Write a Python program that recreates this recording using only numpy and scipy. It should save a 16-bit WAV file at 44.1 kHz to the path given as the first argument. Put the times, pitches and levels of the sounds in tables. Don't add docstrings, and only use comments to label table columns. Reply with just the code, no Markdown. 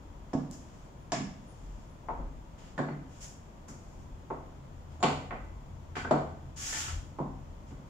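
import sys
import numpy as np
from scipy import signal
from scipy.fft import rfft, irfft, next_fast_len
from scipy.io import wavfile

SR = 44100
rng = np.random.default_rng(int(sys.argv[2]) if len(sys.argv) > 2 else 0)


def master_out(mix):
    frames = np.transpose(np.atleast_2d(mix))
    ceiling = np.clip(frames, -1, 1)
    pcm = np.round(ceiling * 32767).astype(np.int16)
    wavfile.write(sys.argv[1], SR, pcm)


N = 347949

# start_s, force_db, contact_ms, thump_db, ring_hz,
# ring_db, tick_db, fall_ms, landing_over_edge_db, drum_hz
BOTTLE_KNOCKS = [(.333, 9.5, 0.87, 9, 696, 0, -16.5, 5.16, 1.5, 287),
                 (1.120, 8.5, 0.6, -0.5, 700, 11, 2, 6, -0.5, 1080),
                 (1.139, 0.5, 0.34, 15.5, 765, 7, -4, 25, -4, 182),
                 (1.197, 0, 2.35, 12.5, 198, 7, -25, 10.15, 1, 200)]
BLOCK_KNOCKS = [(2.086, 8.5, 0.75, -9, 920, 8.7, -54, 20, -6, 1020),
                (2.190, -10, 0.7, 8.5, 590, 3, -38, 8.3, 4, 585),
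                (2.779, 3.5, 0.61, 7.5, 1694, 18, -8.5, 11.5, 6.5, 630),
                (2.886, 0, .58, 12.5, 320, 5.4, -27, 13, -5, 298),
                (3.685, -13.5, 0.48, 15, 1300, 6, -8, 13, -1, 1400),
                (4.303, 4.5, 0.76, -9.5, 940, 3.7, -38, 4.37, 5.5, 384),
                (5.005, -4, .85, -11, 696, 6.1, -13, 11.7, -0.5, 700),
                (5.028, 16.5, 0.73, -8, 726, 4.8, -3.5, 5.3, 7, 167),
                (5.038, 9, 0.31, -10, 2660, 2.4, -2.5, 30, -8, 800),
                (5.308, 4, .49, -5.5, 1170, 2.1, -43, 16.8, -1.5, 736),
                (5.955, -3, 0.37, -4, 1580, 13, -15, 12, 8.5, 1520),
                (6.049, 5.5, 0.67, 3, 1520, 11, -29, 32, -11, 1520),
                (6.110, 21, 0.77, 0.5, 663, 9.4, -18, 20.3, -8.5, 322),
                (6.728, -6, 0.24, -7, 1750, 19, -8, 20, -5, 1750),
                (6.882, -6.5, .53, -15, 1380, 11, -14, 22, -5, 880),
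                (7.187, 6, 0.88, 3.5, 990, 7.2, -26, 14, 2.5, 1040),
                (7.708, -15, 0.58, 17.5, 140, 4, -8, 10.3, 0.5, 140)]
# centre_hz, width_hz, gain_db
BOTTLE_RESONANCES = [(423, 530, -4), (645, 48, 6.5), (1060, 68, -2), (1390, 700, -4.5), (1700, 94, 10),
                     (2220, 130, 5.5), (3240, 94, -4), (4170, 1700, -3), (5300, 730, 6.5), (7040, 600, 5)]
BLOCK_RESONANCES = [(476, 85, 1), (907, 21, 2.5), (1040, 8, 2.5), (1510, 32, 6), (1670, 190, -6),
                    (2048, 41, 5.5), (2340, 47, 7), (3080, 90, 2.5), (3620, 47, 1.5), (4400, 49, 11.5),
                    (5400, 185, -1), (5900, 1200, -8.5), (7200, 110, 5.5)]
# freq_hz, level_db
TICK_SPECTRUM = [(100, -8), (1500, -15), (3300, -6.5), (4100, -11), (5300, -9.5), (6200, -9.5),
                 (7200, -9.5), (8200, -20), (10000, -33.5), (15000, -53)]
# freq_hz, level_db, t60_s
PANEL_MODES = [(146.5, 4, 0.55), (179.2, -15.5, 0.96), (235.7, 1, 0.52), (265.4, 2.5, 0.6), (302, -3, 0.46),
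               (354.7, 7, 0.1), (395, -0.5, 0.3), (576, -19, 0.36), (650, -8, 0.16), (690, 6.5, 0.16),
               (743, 0.5, 0.43), (784, -18, 1.0), (890.5, 5, 0.15), (1010, -22, 0.24), (1104, 2.5, 0.28),
               (1526, -19, 0.98), (2010, -7, 0.9), (2310, -16, .28), (3480, -2, 0.53), (7400, 2, .42)]
# start_s, rise_s, hold_s, hiss_db, rasp_db
STROKES = [(0.514, 0.014, .008, -53.5, -64.5), (0.599, 0.018, 0.23, -70, -71.5),
           (1.378, 0.18, 0.27, -70.5, -72), (2.578, 0.013, 0.094, -65.5, -61.5),
           (3.079, 0.088, 0.045, -63.5, -65), (3.204, 0.027, 0.016, -48, -56.5),
           (3.681, 0.0044, .012, -54, -70), (3.737, .01, 0.28, -70.5, -84), (4.9, .02, .02, -71, -67.5),
           (5.953, 0.017, 0.024, -54, -46), (6.56, 0.13, 0.12, -37.5, -44), (6.723, 0.031, 0.14, -46, -44),
           (7.665, .025, .005, -67.5, -70)]
# freq_hz, density_db
HISS_SPECTRUM = [(2180, -25), (3700, -21), (4300, -16.5), (4990, -7.5), (5940, -4), (6940, -8), (7330, -5),
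                 (8770, -17), (10000, -18), (10800, -23), (13300, -27.5), (14600, -26), (15500, -32)]
RASP_SPECTRUM = [(290, -2), (500, -27), (880, -3.5), (1000, -11.5), (1510, 3.5), (1770, -2), (2230, -2.5),
                 (3220, -1.5), (4000, -8), (5200, -6), (8800, -120)]
# centre_hz, width_hz, gain_db
FRICTION_RESONANCES = [(710, 63, 7.5), (865, 29, 9), (1114, 38, 12), (1580, 60, -7), (1738, 13, 9.5),
                       (2930, 250, 2), (3264, 29, 7), (6520, 70, 7.5), (6960, 370, 9)]
# start_s, level_db
SNAPS = [(.512, -16.5), (3.685, -27), (5.028, -18)]
# start_s, length_s, pitch_hz, level_db
WOOD_RINGS = [(2.761, 0.2, 4430, -71), (2.772, 0.09, 3610, -66), (4.999, 0.028, 7160, -57),
              (6.012, .02, 4500, -59), (6.047, 0.036, 1554, -45), (6.723, 0.065, 1760, -48),
              (6.875, .035, 1310, -50)]
# start_s, length_s, start_hz, middle_hz, end_hz, level_db
WHISTLES = [(0.988, .07, 9450, 9750, 10050, -77), (1.456, 0.1, 9100, 9450, 8950, -66.5),
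            (1.857, .12, 10850, 9900, 9350, -77)]
# freq_hz, t60_s
ROOM_DECAY = [(100, 0.91), (260, 0.48), (700, 0.52), (1800, 0.51), (5000, .52), (8000, 0.47), (15000, 0.65)]
# freq_hz, density_db
AIR_SPECTRUM = [(12, -36), (20, -5), (42, 0), (64, -5.5), (140, -7.5), (289, -13.5), (427, -20.5),
                (597, -17.5), (811, -21), (932, -18), (1580, -30.5), (4070, -39), (7110, -41), (8880, -52),
                (15500, -53)]
# centre_hz, width_hz, gain_db
MIC_RESONANCES = [(3350, 500, 4), (3970, 1950, -3.5), (7000, 530, 4.5)]
# peak_s, length_s, level_db
RUMBLE_SWELLS = [(0.142, 0.17, -49), (.85, .25, -50), (1.72, 0.33, -42.5), (2.262, 0.26, -35),
                 (2.645, 0.16, -52), (4.073, .25, -46), (5.466, .35, -42.5), (6.957, 0.11, -41.5),
                 (7.389, 0.45, -48)]
# time_s, level_db
DRONE_LEVELS = [(0.0, -54), (0.11, -61), (2.22, -65), (5.78, -46), (6.59, -45.5), (6.68, -56.5),
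                (6.97, -39), (7.01, -45.5), (7.82, -55.5), (7.89, -67)]

TAPS, SOUND_M_PER_S = 4096, 343


def knocks(direct_db=-11):
    out, t = np.zeros((2, N)), np.arange(6 * TAPS) / SR
    near = panel(t) + amp(direct_db) * signal.unit_impulse(len(t))
    bottle = BOTTLE_KNOCKS, BOTTLE_RESONANCES, 8, 1, -3
    blocks = BLOCK_KNOCKS, BLOCK_RESONANCES, 6, 0.5, -0.9
    for rows, resonances, drum_db, edge_pan_db, flat_pan_db in bottle, blocks:
        for (start_s, force_db, contact_ms, thump_db, ring_hz,
             ring_db, tick_db, fall_ms, landing_db, drum_hz) in rows:
            edge = blow(resonances, contact_ms, thump_db, ring_hz, ring_db, tick_db)
            edge = amp(force_db) * pan(edge_pan_db) * edge
            flat = blow(resonances, 1.25 * contact_ms, thump_db + 6, ring_hz, 0.1 * ring_db,
                        tick_db - 9.5, drum_hz, drum_db)
            flat = amp(force_db + landing_db) * pan(flat_pan_db) * flat
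            for at_s, click in (start_s, edge), (start_s + fall_ms / 1000, flat):
                paths = near + strips(t) + workshop(t)
                add(out, at_s, signal.fftconvolve(paths, click, axes=1))
    return out


def blow(resonances, contact_ms, thump_db, ring_hz, ring_db, tick_db, drum_hz=300, drum_db=0):
    hz = np.fft.rfftfreq(TAPS, 1 / SR)
    push = 1 / np.sqrt(1 + (hz * contact_ms / 1000) ** 9)
    bass_db = thump_db / (1 + (hz / 330) ** 4)
    body = amp(bass_db + ring_db * bell(hz, ring_hz, 0.21) + drum_db * bell(hz, drum_hz, 0.36))
    tick = amp(tick_db + lookup(TICK_SPECTRUM, hz))
    radiated = highpass(hz, corner_hz=135, order=5)
    return minimum_phase(radiated * amp(colour_db(resonances, hz)) * np.hypot(push * body, tick))


def panel(t, gain_db=-57.5, build_s=0.0007):
    modes = sum((-1) ** k * amp(level_db) * decay(t, t60_s) * np.sin(2 * np.pi * hz * t)
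                for k, (hz, level_db, t60_s) in enumerate(PANEL_MODES))
    return amp(gain_db) * modes * (1 - np.exp(-t / build_s))


def strips(t, gain_db=-7, t60_s=0.11):
    ring = unit_rms(diffuse(TAPS) * decay(t[:TAPS], t60_s)) / np.sqrt(TAPS)
    return amp(gain_db) * np.pad(ring, ((0, 0), (0, len(t) - TAPS)))


def slides(fade_db_per_s=126, flutter_db=0.26, catches_per_s=260):
    out, t = np.zeros((2, N)), np.arange(SR) / SR
    for start_s, rise_s, hold_s, hiss_db, rasp_db in STROKES:
        rise = np.minimum(t / rise_s, 1) ** 0.54
        fade = amp(-fade_db_per_s * np.maximum(t - rise_s - hold_s, 0))
        hiss = amp(hiss_db) * shaped_noise(len(t), HISS_SPECTRUM, FRICTION_RESONANCES)
        rasp = amp(rasp_db) * shaped_noise(len(t), RASP_SPECTRUM, FRICTION_RESONANCES)
        catches = np.interp(t * catches_per_s, np.arange(1024), rng.standard_normal(1024))
        add(out, start_s, rise * fade * (hiss + rasp) * amp(flutter_db * catches))
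    return out * pan(left_db=1)


def snaps(centre_hz=7200, room_db=-9, crackle_s=0.001):
    out, t = np.zeros((2, N)), np.arange(SR // 2) / SR
    click = minimum_phase(bell(np.fft.rfftfreq(TAPS, 1 / SR), centre_hz, 0.24) ** 0.5)
    for start_s, level_db in SNAPS:
        crackle = unit_rms(diffuse(len(t)) * np.exp(-t / crackle_s)) / np.sqrt(len(t))
        paths = crackle + amp(room_db) * workshop(t)
        add(out, start_s, amp(level_db) * signal.fftconvolve(paths, click[None], axes=1))
    return out


def wood_rings():
    out = np.zeros((2, N))
    for start_s, length_s, pitch_hz, level_db in WOOD_RINGS:
        n = int(length_s * SR)
        tone = diffuse(n, lambda hz: bell(hz, pitch_hz, 0.023))
        add(out, start_s, amp(level_db) * tone * signal.windows.tukey(n, 0.5))
    return out


def whistles(room_db=-3):
    out = np.zeros((2, N))
    for start_s, length_s, *pitches_hz, level_db in WHISTLES:
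        progress = np.linspace(0, 1, int(length_s * SR))
        glide_hz = np.polyval(np.polyfit([0, 0.5, 1], pitches_hz, 2), progress)
        tone = np.sin(2 * np.pi * np.cumsum(glide_hz) / SR)
        add(out, start_s, amp(level_db) * np.sin(np.pi * progress) * tone[None])
    echo = signal.fftconvolve(out, workshop(np.arange(SR // 2) / SR), axes=1)[:, :N]
    return out + amp(room_db) * echo


def workshop(t, tail_db=-3.5, early_db=-10, build_s=0.012):
    noise = diffuse(len(t), lambda hz: highpass(hz, corner_hz=190, order=2))
    hz, time_s, bands = signal.stft(noise, SR, nperseg=256)
    bands = bands * decay(time_s, lookup(ROOM_DECAY, hz)[:, None])
    tail = signal.istft(bands, SR)[1][:, :len(t)]
    tail = unit_rms(tail * (1 - np.exp(-t / build_s)))
    early = unit_rms(reflections(len(t)))
    return (amp(tail_db) * tail + amp(early_db) * early) / np.sqrt(len(t))


def reflections(n, count=14, first_s=0.002, spread_s=0.045, fade_s=0.012, spacing_m=0.12):
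    jitter, side, polarity = rng.random((count, 3)).T
    delay_s = first_s + spread_s * ((np.arange(count) + jitter) / count) ** 1.5
    echoes = np.zeros((2, n))
    for channel, offset in enumerate((side - 0.5, 0.5 - side)):
        arrival_s = delay_s + offset * spacing_m / SOUND_M_PER_S
        echoes[channel, (arrival_s * SR).astype(int)] = np.sign(polarity - 0.5) * np.exp(-delay_s / fade_s)
    return echoes


def background(air_db=-49.5, rumble_floor_db=-57.5, rumble_trim_db=-4):
    t = np.arange(N) / SR
    air = amp(air_db) * shaped_noise(N, AIR_SPECTRUM, MIC_RESONANCES, spacing_m=0.21)
    swells = sum(amp(level_db) * np.exp(-(2 * (t - peak_s) / length_s) ** 2)
                 for peak_s, length_s, level_db in RUMBLE_SWELLS)
    rumble_gain = amp(rumble_trim_db) * (amp(rumble_floor_db) + swells)
    rumble = diffuse(N, lambda hz: bell(hz, 43.7, 0.99) ** 2)
    drone_gain = amp(np.interp(t, *np.transpose(DRONE_LEVELS)))
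    drone = diffuse(N, lambda hz: bell(hz, 82.6, 0.1) + 0.36 * bell(hz, 134.7, 0.12))
    return (air + rumble_gain * rumble + drone_gain * drone) * pan(left_db=2)


def diffuse(n, colour=np.ones_like, spacing_m=0.17):
    size = next_fast_len(n)
    hz = np.fft.rfftfreq(size, 1 / SR)
    left, unrelated = rfft(rng.standard_normal((2, size)))
    coherence = 0.94 * np.sinc(2 * hz * spacing_m / SOUND_M_PER_S)
    right = coherence * left + np.sqrt(1 - coherence ** 2) * unrelated
    return unit_rms(irfft(np.array([left, right]) * colour(hz), size)[:, :n])


def shaped_noise(n, spectrum, resonances, spacing_m=0.17):
    return diffuse(n, lambda hz: amp(lookup(spectrum, hz) + colour_db(resonances, hz)), spacing_m)


def minimum_phase(gain):
    log_gain = np.log(np.maximum(np.r_[gain, gain[-2:0:-1]], 1e-5))
    return np.fft.ifft(np.exp(np.conj(signal.hilbert(log_gain)))).real[:TAPS // 2]


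def colour_db(resonances, hz):
    return sum(db * bell(hz, centre_hz, width_hz / centre_hz) for centre_hz, width_hz, db in resonances)


def bell(hz, centre_hz, relative_width):
    return 1 / (1 + (2 * (hz - centre_hz) / (relative_width * centre_hz)) ** 2)


def highpass(hz, corner_hz, order):
    return 1 / np.sqrt(1 + (corner_hz / (hz + 1)) ** (2 * order))


def lookup(table, hz):
    freq_hz, values = np.transpose(table)
    return np.interp(np.log(hz + 1), np.log(freq_hz + 1), values)


def decay(t, t60_s):
    return amp(-60 * t / t60_s)


def amp(db):
    return 10 ** (np.asarray(db) / 20)


def pan(left_db):
    return amp([[left_db / 2], [-left_db / 2]])


def unit_rms(x):
    return x / np.sqrt(np.mean(x ** 2) + 1e-20)


def add(mix, start_s, sound):
    part = mix[:, round(start_s * SR):][:, :sound.shape[1]]
    part += sound[:, :part.shape[1]]


def scene():
    return knocks() + slides() + snaps() + wood_rings() + whistles() + background()


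def record(dry):
    left = np.r_[np.zeros(3), dry[0, :-3]]
    lowpass = signal.firwin(511, 15700, window=("kaiser", 9), fs=SR)
    return signal.oaconvolve(np.array([left, dry[1]]), lowpass[None], "same")


dry = scene()
out = record(dry)
master_out(out)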